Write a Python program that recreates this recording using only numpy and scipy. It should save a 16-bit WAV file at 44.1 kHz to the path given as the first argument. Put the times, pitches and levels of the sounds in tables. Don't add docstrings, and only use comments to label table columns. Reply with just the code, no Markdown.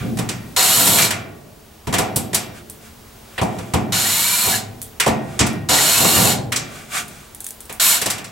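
import sys
import numpy as np
from scipy import signal
from scipy.fft import rfft, irfft
from scipy.io import wavfile
from scipy.ndimage import uniform_filter1d

SR = 44100
rng = np.random.default_rng(int(sys.argv[2]) if len(sys.argv) > 2 else 0)


def waveform_to_disk(signal):
    frames = np.transpose(np.atleast_2d(signal))
    scaled = np.clip(frames, -1, 1) * 32767
    samples = np.round(scaled).astype(np.int16)
    wavfile.write(sys.argv[1], SR, samples)


N = 366471
TIME = np.arange(N) / SR
# low edge in Hz, high edge in Hz.
RANGES = [(3800, 9500), (9500, 17000), (1100, 3800), (400, 1100), (55, 400)]


def drill(body, grind_db=6.0, hiss_db=-3.5, clang_db=2.5, boom_db=2.0, rattle_db=-21.0):
    # frequency in Hz, level in dB per Hz.
    grind_colour = [(410, -37), (700, 2), (777, -23), (984, 3), (1280, -6), (1380, 0.5), (2330, 0.5),
                    (2700, -1), (3790, 2.5), (6150, -1), (7590, 4), (10400, -1.5), (11700, 1.5),
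                    (13300, -2), (16000, -14)]
    # multiple of the turn rate, relative level in dB at full speed.
    gear_tones = [(1, -22), (5, -14), (12, -9.5)]
    gate, pace, speed, level, top, clang, boom = trigger()
    turns = 2 * np.pi * np.cumsum(speed * (1 + 0.0018 * flutter(14, 61))) / SR

    throb = 1 + 0.19 * np.sin(turns)
    force = gate * from_db(level + grind_db) * throb
    near_panels = near_and_room(grind_colour, room_db=-10.5, near_s=0.0061)
    teeth = through(force * grit(per_s=4000, spread_db=2.0), near_panels)
    grind = teeth + from_db(hiss_db) * force * stereo_noise(grind_colour, N)

    high_pass = signal.butter(2, 9000, "high", fs=SR, output="sos")
    treble = signal.sosfiltfilt(high_pass, grind)
    grind = grind + treble * (from_db(top + 4.0) - 1)

    whine = sum(from_db(db) * np.sqrt(2) * np.sin(round(k) * turns) for k, db in gear_tones)
    loading = pace ** 3.1 * from_db(0.91 * level)
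    whine = whine * gate * loading * (1 + 0.75 * flutter(11, 27))

    rattle = through(force * grit(per_s=62, spread_db=1.5), body[2])
    shake = gate * grit(per_s=400, spread_db=2.5)
    thumping_panel = through(shake * clang * from_db(clang_db), body[3])
    booming_panel = through(shake * boom * from_db(boom_db), body[4])
    return grind + whine + from_db(rattle_db) * rattle + thumping_panel + booming_panel


def trigger():
    # start in seconds, time held in seconds, top speed in turns per second,
    # spin-up in seconds, relative grind level in dB, relative treble above 9 kHz at top speed in dB,
    # relative breakaway jolt in dB.
    pulls = [(0.562, 0.49, 287, 0.125, -18.5, 1.5, -13.5), (3.921, 0.64, 204, 0.16, -24, 0.5, -21.5),
             (5.687, 0.63, 246, 0.185, -18, -1, -6.5), (7.797, 0.16, 220, 0.03, -19, 2.5, -56)]
    # middle in seconds, half length in seconds, relative level in dB.
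    wobbles = [(0.85, 0.16, -21.5), (4.468, 0.029, -29), (6.019, 0.041, -15), (6.196, 0.084, -16.5)]
    kick_share = 0.45
    ease_s, coast_s = 0.1, 0.175
    attack_s, brake_db_per_s = 0.0021, 243
    tight_db, freeing_s = 4, 0.21
    treble_follows = 1.77
    jolt_s, jolt_boom_db = 0.031, -7
    steady_clang_db, steady_boom_db = -16, -18

    pull = np.maximum(np.searchsorted([row[0] for row in pulls], TIME) - 1, 0)
    start, held, top_speed, spin_up, grind_db, treble_db, jolt_db = np.array(pulls)[pull].T
    age = np.maximum(TIME - start, 0)
    gate = np.minimum(age / attack_s, 1) * from_db(-brake_db_per_s * np.clip(age - held, 0, 1))
    easing = np.exp(-np.clip((age - held + ease_s) / coast_s, 0, 2) ** 2)
    pace = (1 - (1 - kick_share) * np.exp(-age / spin_up)) * easing
    level = grind_db + tight_db * np.exp(-age / freeing_s)
    top = treble_db + treble_follows * 20 * np.log10(pace)

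    jolt = from_db(jolt_db) * np.exp(-age / jolt_s)
    wobble = sum(from_db(db) * swell(s, half_s) for s, half_s, db in wobbles)
    clang = jolt + wobble + from_db(grind_db + steady_clang_db)
    boom = from_db(jolt_boom_db) * jolt + wobble + from_db(grind_db + steady_boom_db)
    return gate, pace, pace * top_speed, level, top, clang, boom


def short_tones(waver=0.006, flicker_db=5.5):
    # middle in seconds, half length in seconds, mean pitch in Hz, relative level in dB.
    tone_rows = [(1.015, 0.043, 2330, -19), (4.545, 0.024, 1704, -25), (5.79, 0.019, 1926, -18)]
    bent_time = np.cumsum(1 + waver * flutter(20, 150)) / SR
    flicker = from_db(flicker_db * flutter(12, 73))
    tones = 0
    for s, half_s, hz, db in tone_rows:
        tones = tones + from_db(db) * swell(s, half_s) * np.sin(2 * np.pi * hz * bent_time)
    return flicker * tones


def knocks(body, contact_s=0.016, rise_share=0.23, chatter_power=1.01):
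    # time in seconds,
    # relative strength in dB, hardness in dB per octave, ring of the struck part in dB, its pitch in Hz.
    blows = [(0.171, -37, -0.5, 1, 200), (0.187, -29, -0.5, 7.5, 193), (0.289, -35.5, 1.1, 10, 3440),
             (0.8711, -16.5, 0.5, -1.5, 700), (0.9841, -25, 2, 13, 2510), (1.019, -24.5, 2, 8.5, 4470),
             (1.106, -25.5, 2, 8.5, 2480), (1.87, -27.5, -2.6, -1.5, 700), (1.926, -24.5, -1.3, 1.5, 700),
             (1.938, -24, 0.2, 7.5, 2570), (1.983, -19.5, 0.5, 6, 380), (2.1597, -28.5, -2.5, 23, 12300),
             (2.331, -27.5, -0.7, 3, 2500), (2.3447, -23.5, 3, 3.5, 6950), (3.379, -39, -0.5, 21, 1300),
             (3.413, -25.5, -2.5, 7.5, 530), (3.43, -45, 0.5, 11, 8000), (3.5853, -35, -1.7, 1.5, 2480),
             (3.7362, -19, -2, 4, 312), (4.468, -34, -3, 4, 700), (4.999, -25, 2.5, 12.5, 2580),
             (5.0611, -20.5, -1.2, 8, 680), (5.075, -18, -2, -4, 500), (5.3913, -23, -1.5, 15, 4460),
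             (5.404, -19, -3.2, 13, 4000), (5.464, -28, -0.5, 6.5, 9000), (6.0452, -21.5, 0, 7, 700),
             (6.1625, -26, -4, 11, 1980), (6.5204, -30, 2.5, 12.5, 2480), (6.56, -30, 1.5, 12.5, 4460),
             (7.6944, -40.5, 0.5, 7.5, 1300), (8.0145, -23.5, 2.5, 3, 2480),
             (8.0583, -21.5, 0.5, 3.5, 4520), (8.1009, -31, 4.5, 9, 3000), (8.18, -37, 0.7, 7, 2500),
             (8.2429, -43, 1.5, 11, 3470)]
    # ringing in dB, contact noise in dB, stretch of contact_s.
    blow_by_range = [(-3.5, 7.5, 0.7), (-7, 3.5, 0.72), (-5, 5, 1.12), (-3, 5.5, 1.55), (-6, 3, 2.2)]
    # frequency in Hz, level in dB per Hz.
    contact_colour = [(50, -5.5), (110, 3.5), (800, -10.5), (3000, -11.5), (10000, -15.5), (16000, -23)]
    t = np.arange(body[0].shape[1]) / SR
    out = np.zeros((2, N + len(t)))
    for s, *blow in blows:
        levels = blow_levels(*blow)
        at = int(s * SR)
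        chatter = stereo_noise(contact_colour, size=8192)
        for db, ringing, edges, row in zip(levels, body, RANGES, blow_by_range):
            ring_db, contact_db, stretch = row
            age = t[:chatter.shape[1]] / (contact_s * stretch)
            contact = np.exp(-age ** chatter_power) * (1 - np.exp(-age / rise_share))
            noise = rms_one(band(chatter, *edges))
            out[:, at:at + len(age)] += from_db(db + contact_db) * contact * noise
            out[:, at:at + len(t)] += from_db(db + ring_db) * ringing / np.std(ringing[:, :SR // 20])
    return out[:, :N]


def blow_levels(db, hardness, ring_db, part_hz, pivot_hz=1500, part_octaves=1.31):
    hz = np.sqrt(np.prod(RANGES, axis=1))
    part = np.exp(-(np.log2(hz / part_hz) / part_octaves) ** 2)
    return db + hardness * np.log2(hz / pivot_hz) + ring_db * part


def slides(body, hiss_db=-9.0, clang_db=-19.0, boom_db=-4.0, duct_db=-2.0):
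    # middle in seconds, half length in seconds, relative rasp in dB, softness as boom against rasp in dB.
    strokes = [(-0.004, 0.11, -37.5, 21), (0.46, 0.061, -58, 4), (2.575, 0.039, -37.5, -5),
               (2.86, 0.048, -44.5, -19), (2.897, 0.25, -65, 19), (3.561, 0.23, -39.5, -5),
               (5.343, 0.13, -36.5, -6), (6.762, 0.083, -33.5, -11), (6.971, 0.043, -17, -13.5),
               (7.08, 0.22, -39.5, -17)]
    # frequency in Hz, width in Hz, relative level in dB.
    duct_modes = [(717, 64, 11.5), (1166, 45, 15.5), (1480, 240, 10.5), (2350, 280, 9), (2780, 110, 8.5),
                  (3320, 560, 4.5), (5260, 100, -13), (8000, 320, -34), (11600, 210, -22)]
    soft_dulls = 0.31
    rub = hiss = boom = 0
    for s, half_s, db, soft_db in strokes:
        stroke = swell(s, half_s)
        rub = rub + from_db(db) * stroke
        hiss = hiss + from_db(db - soft_dulls * soft_db) * stroke
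        boom = boom + from_db(db + soft_db) * stroke

    friction = grit(per_s=5000, spread_db=1.5)
    rasp = stereo_noise([(50, 0), (16000, 0)], N)
    duct = 0
    for k, (hz, width, db) in enumerate(duct_modes):
        b, a = signal.iirpeak(hz, hz / width, fs=SR)
        duct = duct + (-1) ** k * from_db(db) * signal.lfilter(b, a, rasp)

    hissing = hiss * from_db(hiss_db) * rms_one(band(rasp, 5900, 9600, order=1))
    rubbing = rub * from_db(duct_db) * rms_one(duct)
    clanging = through(friction * rub * from_db(clang_db), body[2] + body[3])
    booming = through(friction * boom * from_db(boom_db), body[4])
    return hissing + rubbing + clanging + booming


def screws(level_db=-2.0, click_s=0.00071, ring_s=0.0074, ring_db=-10.5, tail_db=-14.0):
    # time in seconds, relative level in dB.
    screw_clicks = [(2.6987, -18), (4.817, -15), (4.828, -17), (5.531, -24), (7.082, -24), (7.348, -22),
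                    (7.405, -17), (7.444, -17), (7.4662, -14.5), (7.4884, -23), (7.5073, -20),
                    (7.6049, -21), (7.655, -29), (7.7265, -18.5)]
    # frequency in Hz, level in dB per Hz.
    screw_colour = [(880, -37), (1500, -13.5), (3030, -13.5), (3280, -6), (5120, -9.5), (9280, 7),
                    (13100, -2), (16000, -6)]
    out = np.zeros((2, N))
    t = np.arange(8192) / SR
    fade = np.exp(-t / click_s) + from_db(ring_db) * np.exp(-t / ring_s)
    for s, db in screw_clicks:
        click = stereo_noise(screw_colour, len(t)) * fade
        click = click + from_db(tail_db) * dying(screw_colour, len(t))
        at = int(s * SR)
        out[:, at:at + len(t)] += from_db(db + level_db) * click[:, :N - at]
    return out


def housing(split_hz=3.9):
    # frequency in Hz, level in dB per Hz.
    panel_colour = [(29, -37), (50, -12.5), (98, 2), (213, 2.5), (507, -9.5), (586, -1.5), (711, 3),
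                    (1330, -4.5), (2270, -2), (4350, -16.5), (4790, -13.5), (6390, -10), (7760, -8),
                    (13500, -34.5), (16000, -65.5)]
    # centre of the pair in Hz, relative level in dB, t60 in seconds.
    modes = [(113, -17, 1.2), (135, -20, 1.3), (192, -22, 1.0), (232, -17, 1.2), (285, -18, .9),
             (349, -16, .8), (425, -19, .7), (508, -17, .5), (718, -12, .35), (754, -13, .5),
             (843, -17, .35), (1147, -25, .9), (1430, -19, .65), (1793, -21, .4), (1885, -23, .85),
             (2350, -18, .7), (2696, -26, .65), (2905, -25, .45), (3330, -24, .45), (3790, -28, .35),
             (5650, -36, .6)]
    response = dying(panel_colour)
    t = np.arange(response.shape[1]) / SR
    for hz, db, t60 in modes:
        decay = np.exp(-np.log(1000) * t / t60)
        for twin_hz in hz + split_hz * rng.standard_normal(2):
            phase = rng.uniform(0, 2 * np.pi) + rng.normal(0, 0.78, (2, 1))
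            response = response + from_db(db) * np.sin(2 * np.pi * twin_hz * t + phase) * decay
    return [unit_energy(band(response, low, high)) for low, high in RANGES]


def near_and_room(spectrum, room_db, near_s):
    tail = dying(spectrum)
    size = tail.shape[1]
    near = stereo_noise(spectrum, size) * np.exp(-np.arange(size) / SR / near_s)
    return unit_energy(unit_energy(near) + from_db(room_db) * unit_energy(tail))


def dying(spectrum, size=65536):
    # frequency in Hz, t60 in seconds.
    ring_decay = [(70, 1.56), (200, 1.41), (450, 1.46), (900, 0.57), (2500, 0.47), (6000, 0.26),
                  (10000, 0.17), (15000, 0.39)]
    noise = rfft(stereo_noise(spectrum, size))
    hz, t = np.fft.rfftfreq(size, 1 / SR), np.arange(size) / SR
    centres = np.array(ring_decay)[:, 0]
    out = 0
    for own, (_, t60) in zip(np.eye(len(ring_decay)), ring_decay):
        share = at_hz(np.c_[centres, own], hz)
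        out = out + irfft(noise * share, size) * np.exp(-np.log(1000) * t / t60)
    return out


def stereo_noise(spectrum, size):
    # frequency in Hz, left-right likeness from 0 to 1.
    likeness = [(30, 1), (70, 1), (250, 0.73), (500, 0.2), (1500, 0.56), (4000, 0.58), (8000, 0.8),
                (13000, 1)]
    hz = np.fft.rfftfreq(size, 1 / SR)
    alike = np.clip(at_hz(likeness, hz), -1, 1)
    mid, side = rfft(rng.standard_normal((2, size)))
    both = np.sqrt(1 + alike) * mid + np.sqrt(1 - alike) * side * [[1], [-1]]
    return rms_one(irfft(both * from_db(at_hz(spectrum, hz)), size))


def grit(per_s, spread_db):
    sizes = from_db(spread_db * np.minimum(rng.exponential(1, N), 4)) * rng.choice([-1, 1], N)
    return rms_one(sizes * (rng.random(N) < per_s / SR))


def flutter(low_hz, high_hz):
    return rms_one(band(rng.standard_normal(N), low_hz, high_hz, order=1))


def swell(middle_s, half_s):
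    return np.exp(-np.minimum(((TIME - middle_s) / half_s) ** 2, 50))


def through(force, response):
    return signal.fftconvolve(force[None], response, axes=1)[:, :N]


def unit_energy(response):
    return response / np.sqrt(np.sum(response ** 2) / 2)


def band(x, low_hz, high_hz, order=3):
    sos = signal.butter(order, [low_hz, min(high_hz, .45 * SR)], "band", fs=SR, output="sos")
    return signal.sosfilt(sos, x)


def from_db(db):
    return 10 ** (np.asarray(db) / 20)


def rms_one(x):
    return x / np.sqrt(np.mean(x ** 2) + 1e-20)


def at_hz(points, hz):
    f, value = np.transpose(points)
    return np.interp(np.log(np.maximum(hz, 1)), np.log(f), value)


def background(air_db=-38.5):
    # frequency in Hz, level in dB per Hz.
    air_colour = [(15, -40), (25, -4), (70, -1), (137, -7), (175, -14), (335, -10), (416, -7), (516, -12.5),
                  (840, -12.5), (1840, -20), (2220, -20.5), (3080, -21), (16000, -26.5)]
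    # frequency in Hz, rms level in dB.
    hum_tones = [(59.5, -77), (220.7, -51.5), (15735, -56)]
    tones = sum(from_db(db) * np.sqrt(2) * np.sin(2 * np.pi * hz * TIME) for hz, db in hum_tones)
    return from_db(air_db) * stereo_noise(air_colour, N) + tones


def scene():
    body = housing()
    work = drill(body) + short_tones() + knocks(body) + slides(body) + screws()
    work_db = 4.0
    return work * from_db(work_db) * from_db([[-.2], [.2]]) + background()


def limiter(x, threshold_db=-24.5, slope=0.44, release_db_per_s=3.5, window_s=0.035):
    power = uniform_filter1d(np.mean(x ** 2, axis=0), int(window_s * SR))
    level = 10 * np.log10(np.maximum(power, 1e-12))
    over = np.maximum(level - threshold_db, 0) * slope
    release = release_db_per_s * TIME
    held = np.maximum.accumulate(over + release) - release
    return x * from_db(-uniform_filter1d(held, size=64))


def record(dry):
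    top_cut = signal.ellip(10, .1, 80, 15900, fs=SR, output="sos")
    return signal.sosfilt(top_cut, np.clip(limiter(dry), -1, 1))


dry = scene()
out = record(dry)
waveform_to_disk(out)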